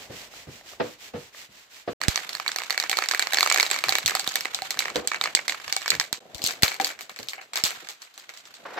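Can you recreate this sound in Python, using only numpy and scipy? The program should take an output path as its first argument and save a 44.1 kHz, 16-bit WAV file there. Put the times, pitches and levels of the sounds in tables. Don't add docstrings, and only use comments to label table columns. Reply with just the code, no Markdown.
import sys
import numpy as np
from scipy import signal
from scipy.fft import rfft, irfft, next_fast_len
from scipy.io import wavfile
from scipy.ndimage import map_coordinates

SR = 44100
rng = np.random.default_rng(int(sys.argv[2]) if len(sys.argv) > 2 else 0)


def log_audio(samples):
    frames = np.atleast_2d(samples).T
    limited = np.clip(frames, -1, 1)
    pcm = np.round(limited * 32767).astype(np.int16)
    wavfile.write(sys.argv[1], SR, pcm)


N = 387638
TIME = np.arange(N) / SR

def amp(db):
    return 10 ** (np.asarray(db) / 20)

def curves(rows):
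    s, *columns = np.transpose(rows)
    return [np.interp(TIME, s, db, left=-150, right=-150) for db in columns]

def filtered(x, response):
    size = next_fast_len(N + 8192)
    return irfft(rfft(x, size) * response(np.fft.rfftfreq(size, 1 / SR)), size)[..., :N]

def rush(spectrum, alike, grain_db=0, grain_hz=300):
    knots = rng.standard_normal(N // 8)
    grain = amp(grain_db * map_coordinates(knots, [TIME * grain_hz], order=1))
    hz, db = np.transpose(spectrum)
    white = rng.standard_normal((2, N))
    mid, side = filtered(grain * white, lambda f: amp(np.interp(np.log1p(f), np.log1p(hz), db)))
    width = np.arccos(alike) / 2
    noise = np.cos(width) * mid + np.sin(width) * np.array([side, -side])
    return noise / np.sqrt(np.mean(noise ** 2))

def dying(s, db, t60, rise):
    power = np.bincount(np.round(s * SR).astype(int), amp(db) ** 2, N)[:N]
    fall, swell = amp(-120 / (t60 * SR)), np.exp(-1 / (rise * SR))
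    return np.sqrt(np.abs(signal.lfilter([1 - swell], np.poly([fall, swell]), power)))

def struck(modes, peak_db, t, scatter_db, detune, apart):
    hz, db, t60 = np.transpose(modes)[:, None, None, :, None]
    blow = rng.standard_normal((len(peak_db), 1, len(modes), 2))
    ear = rng.standard_normal((len(peak_db), 2, len(modes), 1))
    phase = 2 * np.pi * hz * (1 + detune * blow[..., 1:]) * t + apart * ear
    decay = amp(db + scatter_db * blow[..., :1] - 60 * t / t60)
    ring = (decay * np.sin(phase)).sum(axis=2) * (1 - np.exp(-t / 0.00033))
    return amp(peak_db)[:, None, None] * ring / np.abs(ring).max(axis=(1, 2), keepdims=True)

def laid(rings, s, lead, pan_db=-1.5):
    rings = rings * amp(np.outer(pan_db, [.5, -.5]))[..., None]
    start = np.round(s[:, None] * SR + np.outer(lead, [-.5, .5])).astype(int)
    index = start[..., None] + np.arange(rings.shape[-1])
    return np.array([np.bincount(index[:, k].ravel(), rings[:, k].ravel(), N)[:N] for k in range(2)])

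def thin(x):
    return signal.sosfilt(signal.butter(3, 331, "high", fs=SR, output="sos"), x)

def hush():
    return amp(-60) * rush(PAINT_TONE, 0.04)

# time in seconds, level in dB.
DRAG_LEVEL = [(8.65, -63), (8.654, -36), (8.68, -41), (8.76, -42.5), (8.78, -29), (8.79, -29)]
# frequency in Hz, relative density in dB.
DRAG_TONE = [(88, -49), (150, -24), (385, -5), (435, -3), (1670, -6), (3500, -22), (4210, -22), (6000, -29),
             (7800, -63), (13200, -120)]
def drag():
    return amp(curves(DRAG_LEVEL)[0]) * rush(DRAG_TONE, 0.65, grain_db=1.5, grain_hz=202)

# start in seconds, level in dB.
TICK_CUES = [(.338, -34), (.611, -36), (.734, -34), (1.347, -33)]
# pitch in Hz, relative level in dB, t60 in seconds.
TICK_MODES = [(720, -1, 0.013), (1200, 1, .01), (1900, -1, 0.0087)]
def ticks():
    s, db = np.transpose(TICK_CUES)
    t = np.arange(SR // 50) / SR
    rings = struck(TICK_MODES, db, t, scatter_db=6, detune=0.039, apart=0.33)
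    return thin(laid(rings, s, lead=5))

# start in seconds, ring level in dB, boom level in dB.
KNOCK_CUES = [(0.096, -33.5, -40), (0.471, -38.5, -39.5), (0.799, -14.5, -33), (1.137, -26, -36.5),
              (1.488, -60, -56), (1.876, -21.5, -37), (3.865, -44, -44), (4.04, -48, -41.5),
              (4.956, -16.5, -40), (5.925, -35, -41.5), (6.799, -27, -54), (7.192, -35.5, -51),
              (8.592, -52, -84)]
KNOCK_MODES = [(297.4, -12.5, 0.27), (425.4, -4, 0.14), (489, -3.5, 0.24), (510, -16.5, 0.2),
               (673, -2.5, 0.087), (868, -10.5, 0.11)]
RATTLE_TONE = [(130, -51), (220, -7), (488, -2), (879, -14), (989, -14.5), (1280, -14.5), (5000, -31),
               (6500, -51), (11000, -120)]
BOOM_TONE = [(24, -36), (40, -25), (59, 2), (146, 7), (260, 1), (340, -30), (570, -120)]
def knocks():
    s, ring_db, boom_db = np.transpose(KNOCK_CUES)
    t = np.arange(SR // 5) / SR
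    rings = struck(KNOCK_MODES, ring_db, t, scatter_db=4, detune=0.021, apart=0.38)
    rings *= 1 - np.exp(-t / 0.00182)
    rattle = dying(s, ring_db - 5, t60=0.21, rise=0.0035)
    rattle = rattle * rush(RATTLE_TONE, 0.41, grain_db=3, grain_hz=70.6)
    boom = dying(s, boom_db, t60=0.23, rise=0.0053) * rush(BOOM_TONE, 0.97)
    return laid(rings, s, lead=5) + rattle + boom

# start in seconds, grit level in dB.
STROKE_CUES = [(-.06, -46.5), (.092, -43.5), (.3, -46), (.468, -49.5), (.635, -45), (0.783, -46.5),
               (.98, -44.5), (1.128, -49), (1.32, -44), (1.49, -52), (1.69, -46.5), (1.856, -48.5),
               (2.02, -47)]
GRIT_TONE = [(530, -53), (900, -11), (1330, -11.5), (1940, -3.5), (4330, -6.5), (7760, -10), (8870, -21),
             (15200, -17), (15900, -35), (16500, -56)]
DRONE_TONE = [(24, -62), (40, -2), (145, -10), (339, -6), (671, -3.5), (818, -6), (1500, -16), (1950, -37),
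              (3300, -120)]
def sanding():
    t = TIME[:2 * SR]
    rest_s, strokes = 0.0067, 0
    for (start, db), (turn, _) in zip(STROKE_CUES, STROKE_CUES[1:]):
        progress = np.clip((t - start) / (turn - rest_s - start), 0, 1)
        strokes += amp(db) * np.sin(np.pi * progress) ** 1.1
    press = amp(-54 - 8.2 * t)
    grit, drone = np.pad([strokes + press, amp(-16.5 - 2 * t) * strokes + press], [(0, 0), (0, N - len(t))])
    grit = grit * amp([[-1], [1]]) * rush(GRIT_TONE, 0.036, grain_db=1.5, grain_hz=604)
    return grit + drone * rush(DRONE_TONE, 0.79, grain_db=2, grain_hz=59.7)

# time in seconds, paint level in dB, shuffle level in dB.
MOVEMENT = [(2.0, -45, -51), (2.13, -35, -52.5), (2.49, -44, -58.5), (3.3, -43, -57.5),
            (3.51, -36.5, -53.5), (4.59, -41, -54.5), (4.93, -47, -49), (5.97, -43, -59.5),
            (6.14, -57, -56.5), (6.41, -55, -45.5), (6.6, -49.5, -52.5), (7.39, -84, -67),
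            (7.77, -42.5, -55.5), (8.05, -58.5, -71.5), (8.66, -52, -59.5), (8.79, -44, -53)]
CLOTH_TONE = [(35, -50), (60, -13), (149, -5), (454, -1), (695, 2), (1490, -27), (1800, -26), (2000, -39),
              (2600, -61), (4400, -120)]
PAINT_TONE = [(410, -27), (700, -2), (1270, 4.5), (1550, 4.5), (4060, 1.5), (5430, -5.5), (7560, -4),
              (9220, -18.5), (12500, -11), (15200, -18), (16500, -42)]
def shuffle():
    return amp(curves(MOVEMENT)[1]) * rush(CLOTH_TONE, 0.72, grain_db=4, grain_hz=91.7)

def slosh():
    level = amp(curves(MOVEMENT)[0] + [[-1.2], [1.2]])
    return level * rush(PAINT_TONE, 0.017, grain_db=6, grain_hz=148.1)

# start in seconds, peak in dB, time scale of the push in seconds.
PUFF_CUES = [(2.083, -5, 0.0022), (4.277, -18.5, 0.00061), (4.621, -35, 0.0015), (5.67, -41, 0.004),
             (6.129, -20, 0.00066), (6.35, -29.5, 0.0033), (6.44, -21, 0.0012), (6.632, -7, 0.0015),
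             (7.638, -18, 0.00092)]
def puffs():
    out, t = np.zeros((2, N)), np.arange(SR // 8) / SR
    for s, db, push in PUFF_CUES:
        age = t / push
        dent = age * (1.5 - age) * np.exp(-1.4 * age)
        ear = int(s < SILENCES[1][0])
        out[ear, round(s * SR):][:len(t)] -= amp(db) * dent / dent.max()
    return out

# wash t60 in seconds, wash and crack offsets in dB, a tone table.
ROOM_BANDS = [ (0.2, -0.5, -5.5, [(180, -58), (300, -7.5), (583, -6), (779, -2), (935, -4.5), (2250, 1.5),
              (3000, -5.5), (3900, -49), (6600, -120)]), (0.18, -0.5, -7, [(1760, -19.5), (3000, -8),
              (4380, -4), (5240, -9.5), (7650, -8.5), (8150, -11), (8800, -25), (11400, -68),
              (19400, -120)]), (0.17, -14, -16.5, [(5180, -31), (8800, -34.5), (9420, -9.5), (13400, -2),
              (15600, -13), (16500, -14.5)])]
# time in seconds, gain in dB.
BRIGHTNESS = [(2, -0.5), (2.6, 1.5), (4.8, 0.5), (5.2, -4), (6.1, -1), (6.5, 3), (7.6, 2.5), (8.3, 1),
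              (8.79, -4)]
def room_answer(s, wall_db, dome_db):
    when, _, side_db, send_db = np.transpose(CAN_PATH)
    softness_db = -10 - np.maximum(wall_db, dome_db)
    wet_db = np.interp(s, when, send_db) + 0.05 * softness_db
    top_db = dome_db + np.interp(s, *np.transpose(BRIGHTNESS))
    pan = amp(0.17 * np.outer([1, -1], np.interp(TIME, when, side_db)))
    out = 0
    for (t60, wash_db, crack_db, tone), db in zip(ROOM_BANDS, [wall_db, dome_db, top_db]):
        wash = dying(s + .002, db + wet_db + wash_db, t60, rise=.0015)
        crack = dying(s, db + crack_db, t60=0.011, rise=.0001)
        out += pan * np.hypot(wash, crack) * rush(tone, 0.22, grain_db=3.5, grain_hz=392)
    return out

# pitch in Hz, offset from the hit in dB, t60 in seconds.
CAN_TAILS = [(777.4, 2.5, 0.068), (2280, -19.5, 0.12), (4380, -22, 0.062)]
def hollow_ring():
    s, wall_db, dome_db, column_db = np.transpose(BALL_HITS)
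    t = np.arange(SR // 14) / SR
    wall_db, dome_db = [wall_db, dome_db] + rng.normal(0, 4, (len(s), 2)).T
    rings = sum(struck([mode], db + mode[1], t, scatter_db=0, detune=0.01, apart=0.49)
                for mode, db in zip(CAN_TAILS, [column_db, wall_db, dome_db]))
    return laid(rings * (1 - np.exp(-t / 0.00061)), s, lead=2)

# start in seconds, then wall, dome and gas column levels in dB.
BALL_HITS = [(2.0151, -17, -16.5, -56), (2.0365, -16.5, -18.5, -56), (2.0827, -14.5, -4.5, -37),
             (2.1582, -20.5, -10.5, -52), (2.1758, -17.5, -15.5, -38), (2.292, -28, -19.5, -46),
             (2.3309, -50, -20.5, -58), (2.351, -25, -17.5, -56), (2.399, -20, -22.5, -39),
             (2.463, -18, -27, -56), (2.479, -21.5, -11.5, -58), (2.5172, -24, -20, -54),
             (2.5607, -20, -14, -37.5), (2.5859, -20.5, -16, -38), (2.619, -25, -26, -56),
             (2.6356, -26.5, -22.5, -56), (2.698, -20, -24, -37), (2.7056, -16, -9.5, -51),
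             (2.726, -20.5, -20, -45), (2.7442, -19, -38, -59), (2.7774, -14.5, -13.5, -38),
             (2.8, -17, -12, -41), (2.8257, -23, -21, -46), (2.838, -14, -19.5, -52),
             (2.896, -18, -8.5, -35), (2.9142, -19, -12.5, -31.5), (2.9295, -12, -19, -53),
             (2.9383, -19.5, -28, -55), (2.9705, -17.5, -12, -52), (2.9873, -11, -12, -33),
             (3.0234, -14.5, -21.5, -52), (3.0383, -16, -21.5, -56), (3.087, -21, -10.5, -39),
             (3.1117, -12.5, -10.5, -37), (3.1203, -22, -19, -44), (3.1366, -17, -22, -34),
             (3.1474, -13, -13, -35), (3.1946, -12.5, -9, -36), (3.2241, -11.5, -12, -45),
             (3.2709, -17, -18.5, -59), (3.323, -18, -20, -38), (3.3338, -12, -8, -28),
             (3.3449, -11, -10.5, -46), (3.3716, -13, -11.5, -38), (3.3854, -12.5, -10, -40),
             (3.4075, -11.5, -7, -53), (3.4289, -8.5, -5, -46), (3.4616, -12.5, -15, -52),
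             (3.474, -11, -13, -56), (3.5, -12, -8.5, -40), (3.5138, -11.5, -19, -52),
             (3.5239, -15, -10, -47), (3.5443, -16.5, -9.5, -27), (3.5606, -12.5, -15, -50),
             (3.5749, -12, -12.5, -37), (3.5841, -13, -16, -42), (3.5987, -6, -6.5, -53),
             (3.6082, -27, -10.5, -56), (3.6286, -12.5, -7, -47), (3.6644, -19.5, -14.5, -41),
             (3.7018, -26, -15, -35), (3.7127, -11, -8, -38), (3.7426, -16.5, -15.5, -54),
             (3.7618, -17, -22, -56), (3.7887, -16, -18.5, -59), (3.8392, -9, -12, -56),
             (3.8847, -11, -17, -33), (3.8927, -21, -6.5, -29.5), (3.9237, -10.5, -11, -49),
             (3.9533, -11.5, -7.5, -48), (3.9845, -18, -13, -43), (4.0602, -21, -3.5, -42),
             (4.0784, -13, -8.5, -59.5), (4.0962, -17, -19, -38), (4.1085, -16, -20.5, -56),
             (4.1513, -14.5, -7.5, -25.5), (4.1954, -21, -10.5, -33.5), (4.2753, -29, -10, -34),
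             (4.34, -34, -22, -44), (4.3565, -11.5, -7, -36), (4.4078, -21, -14, -69),
             (4.455, -16, -23, -37), (4.5464, -36, -11, -38), (4.62, -25, -17, -28),
             (4.7065, -19.5, -11.5, -40), (4.7723, -23, -28, -58), (4.791, -26, -5.5, -37),
             (4.8044, -13.5, -16, -56), (4.8557, -16.5, -23, -57), (4.882, -16, -28, -56),
             (4.9011, -22.5, -27, -56), (4.9581, -18, -11, -43), (5.074, -24.5, -9.5, -51),
             (5.117, -12.5, -21, -59), (5.1449, -13.5, -25, -56), (5.2122, -18, -10.5, -39),
             (5.2389, -14, -11.5, -61), (5.2574, -12, -19, -55), (5.274, -19.5, -30, -56),
             (5.3501, -31, -3, -43), (5.3727, -17.5, -32, -44), (5.391, -19, -37, -48),
             (5.4808, -17, -10, -42), (5.4957, -14, -10.5, -43), (5.5223, -18, -23, -56),
             (5.6001, -29, -35, -52), (5.6793, -23, -22, -60), (5.7255, -18, -8, -36),
             (5.765, -18, -8.5, -31.5), (5.818, -26, -23, -49), (5.8598, -16.5, -19.5, -63),
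             (5.8792, -16.5, -10, -49), (5.9038, -25, -3, -54), (5.918, -9, -30, -53),
             (5.998, -13, -7, -37), (6.0116, -17, -17, -51), (6.04, -25.5, -24.5, -56),
             (6.1278, -20.5, -9.5, -56), (6.3466, -38, -22, -58), (6.3813, -41, -27.5, -53),
             (6.419, -38, -18, -54), (6.4402, -37, -8.5, -46), (6.455, -41, -24, -52),
             (6.4633, -33, -10, -54), (6.4726, -41, -12, -53), (6.5094, -40, -22, -55),
             (6.6231, -20, -13.5, -40), (6.6326, -6, -0.5, -51), (6.6804, -15, -13.5, -56),
             (6.7176, -21, -23.5, -56), (6.7425, -24, -23.5, -58), (6.7996, -16, -17, -16.5),
             (6.8125, -39, -19.5, -40), (6.8455, -24, -9.5, -36), (6.8696, -24, -18.5, -41),
             (6.902, -23, -27, -56), (6.9903, -29, -32, -56), (7.0087, -29, -24, -48),
             (7.095, -28, -29, -52), (7.1617, -33, -30, -56), (7.189, -31, -24, -55),
             (7.2304, -41, -34, -61), (7.272, -37, -40, -61), (7.2859, -44, -18, -56),
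             (7.3337, -25, -30, -51), (7.3803, -27, -48, -41), (7.4153, -34, -34.5, -50),
             (7.534, -24, -24, -52), (7.5574, -21, -13.5, -53), (7.5736, -19, -16.5, -55),
             (7.638, -18, -3.5, -54), (7.6515, -40, -9.5, -59), (7.7064, -25, -21, -53),
             (7.8476, -38, -37, -54), (7.8878, -28, -21, -57), (8.0193, -35.5, -29, -57),
             (8.1408, -60, -40, -65), (8.1776, -36, -28, -56), (8.2924, -31, -31.5, -61),
             (8.3381, -39, -34.5, -56), (8.3737, -43, -31, -62), (8.4542, -41, -35.5, -67),
             (8.5408, -57, -33, -67)]
def ball_blows():
    s, wall_db, dome_db, _ = np.transpose(BALL_HITS)
    delay, size, tone = rng.uniform(size=(len(s), 3)).T
    rebound_s = s + 0.012 + 0.038 * delay
    rebound_db = np.maximum(wall_db, dome_db) - 27 + 20 * size
    return (np.r_[s, rebound_s], np.r_[wall_db, rebound_db - 4 * tone],
            np.r_[dome_db, rebound_db - 12 * (1 - tone)])

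# time in seconds, left lead in samples, left over right in dB, room send in dB.
CAN_PATH = [(2, 1.98, -9.5, -21.5), (4, 2.07, -4.7, -20), (6.19, 2.56, -6, -21.5), (6.2, 11.8, 7, -15),
            (6.75, 13.3, 1, -17), (6.95, 11.6, -1.5, -14.5), (8.79, 14.2, -1.5, -14)]
WALL_MODES = [(1247, 2.5, 0.0083), (1740, 5.5, 0.0091), (1949, 4.5, 0.0082), (2110, 2.5, 0.012)]
DOME_MODES = [(3830, -6, 0.0078), (4315, -3, 0.0078), (5306, -4.5, 0.0054), (6210, -10, 0.009),
              (7600, -7, 0.0086)]
def clacks(s, wall_db, dome_db):
    when, lead, side_db, _ = np.transpose(CAN_PATH)
    pan_db = np.interp(s, when, side_db) + rng.normal(0, 1.2, len(s))
    t = np.arange(SR // 60) / SR
    wall = struck(WALL_MODES, wall_db, t, scatter_db=7.5, detune=0.022, apart=0.5)
    dome = struck(DOME_MODES, dome_db, t, scatter_db=7, detune=0.034, apart=0.66)
    return laid(wall + dome, s, np.interp(s, when, lead), pan_db)

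def scene():
    bed, blows = hush(), ball_blows()
    can = thin(clacks(*blows) + room_answer(*blows) + hollow_ring())
    return bed + can + slosh() + drag() + shuffle() + sanding() + ticks() + knocks() + puffs()

SILENCES = [(1.934, 2.003), (6.194, 6.203)]
def record(dry):
    x = signal.sosfilt(signal.butter(2, 55, "high", fs=SR, output="sos"), dry)
    x = x / (1 + np.abs(x) ** 8) ** (1 / 8)
    for start, end in SILENCES:
        x *= np.clip(np.maximum(start - TIME, TIME - end) / .002, 0, 1)
    return filtered(x, lambda hz: 1 / (1 + (hz / 16100) ** 120))

dry = scene()
out = record(dry)
log_audio(out)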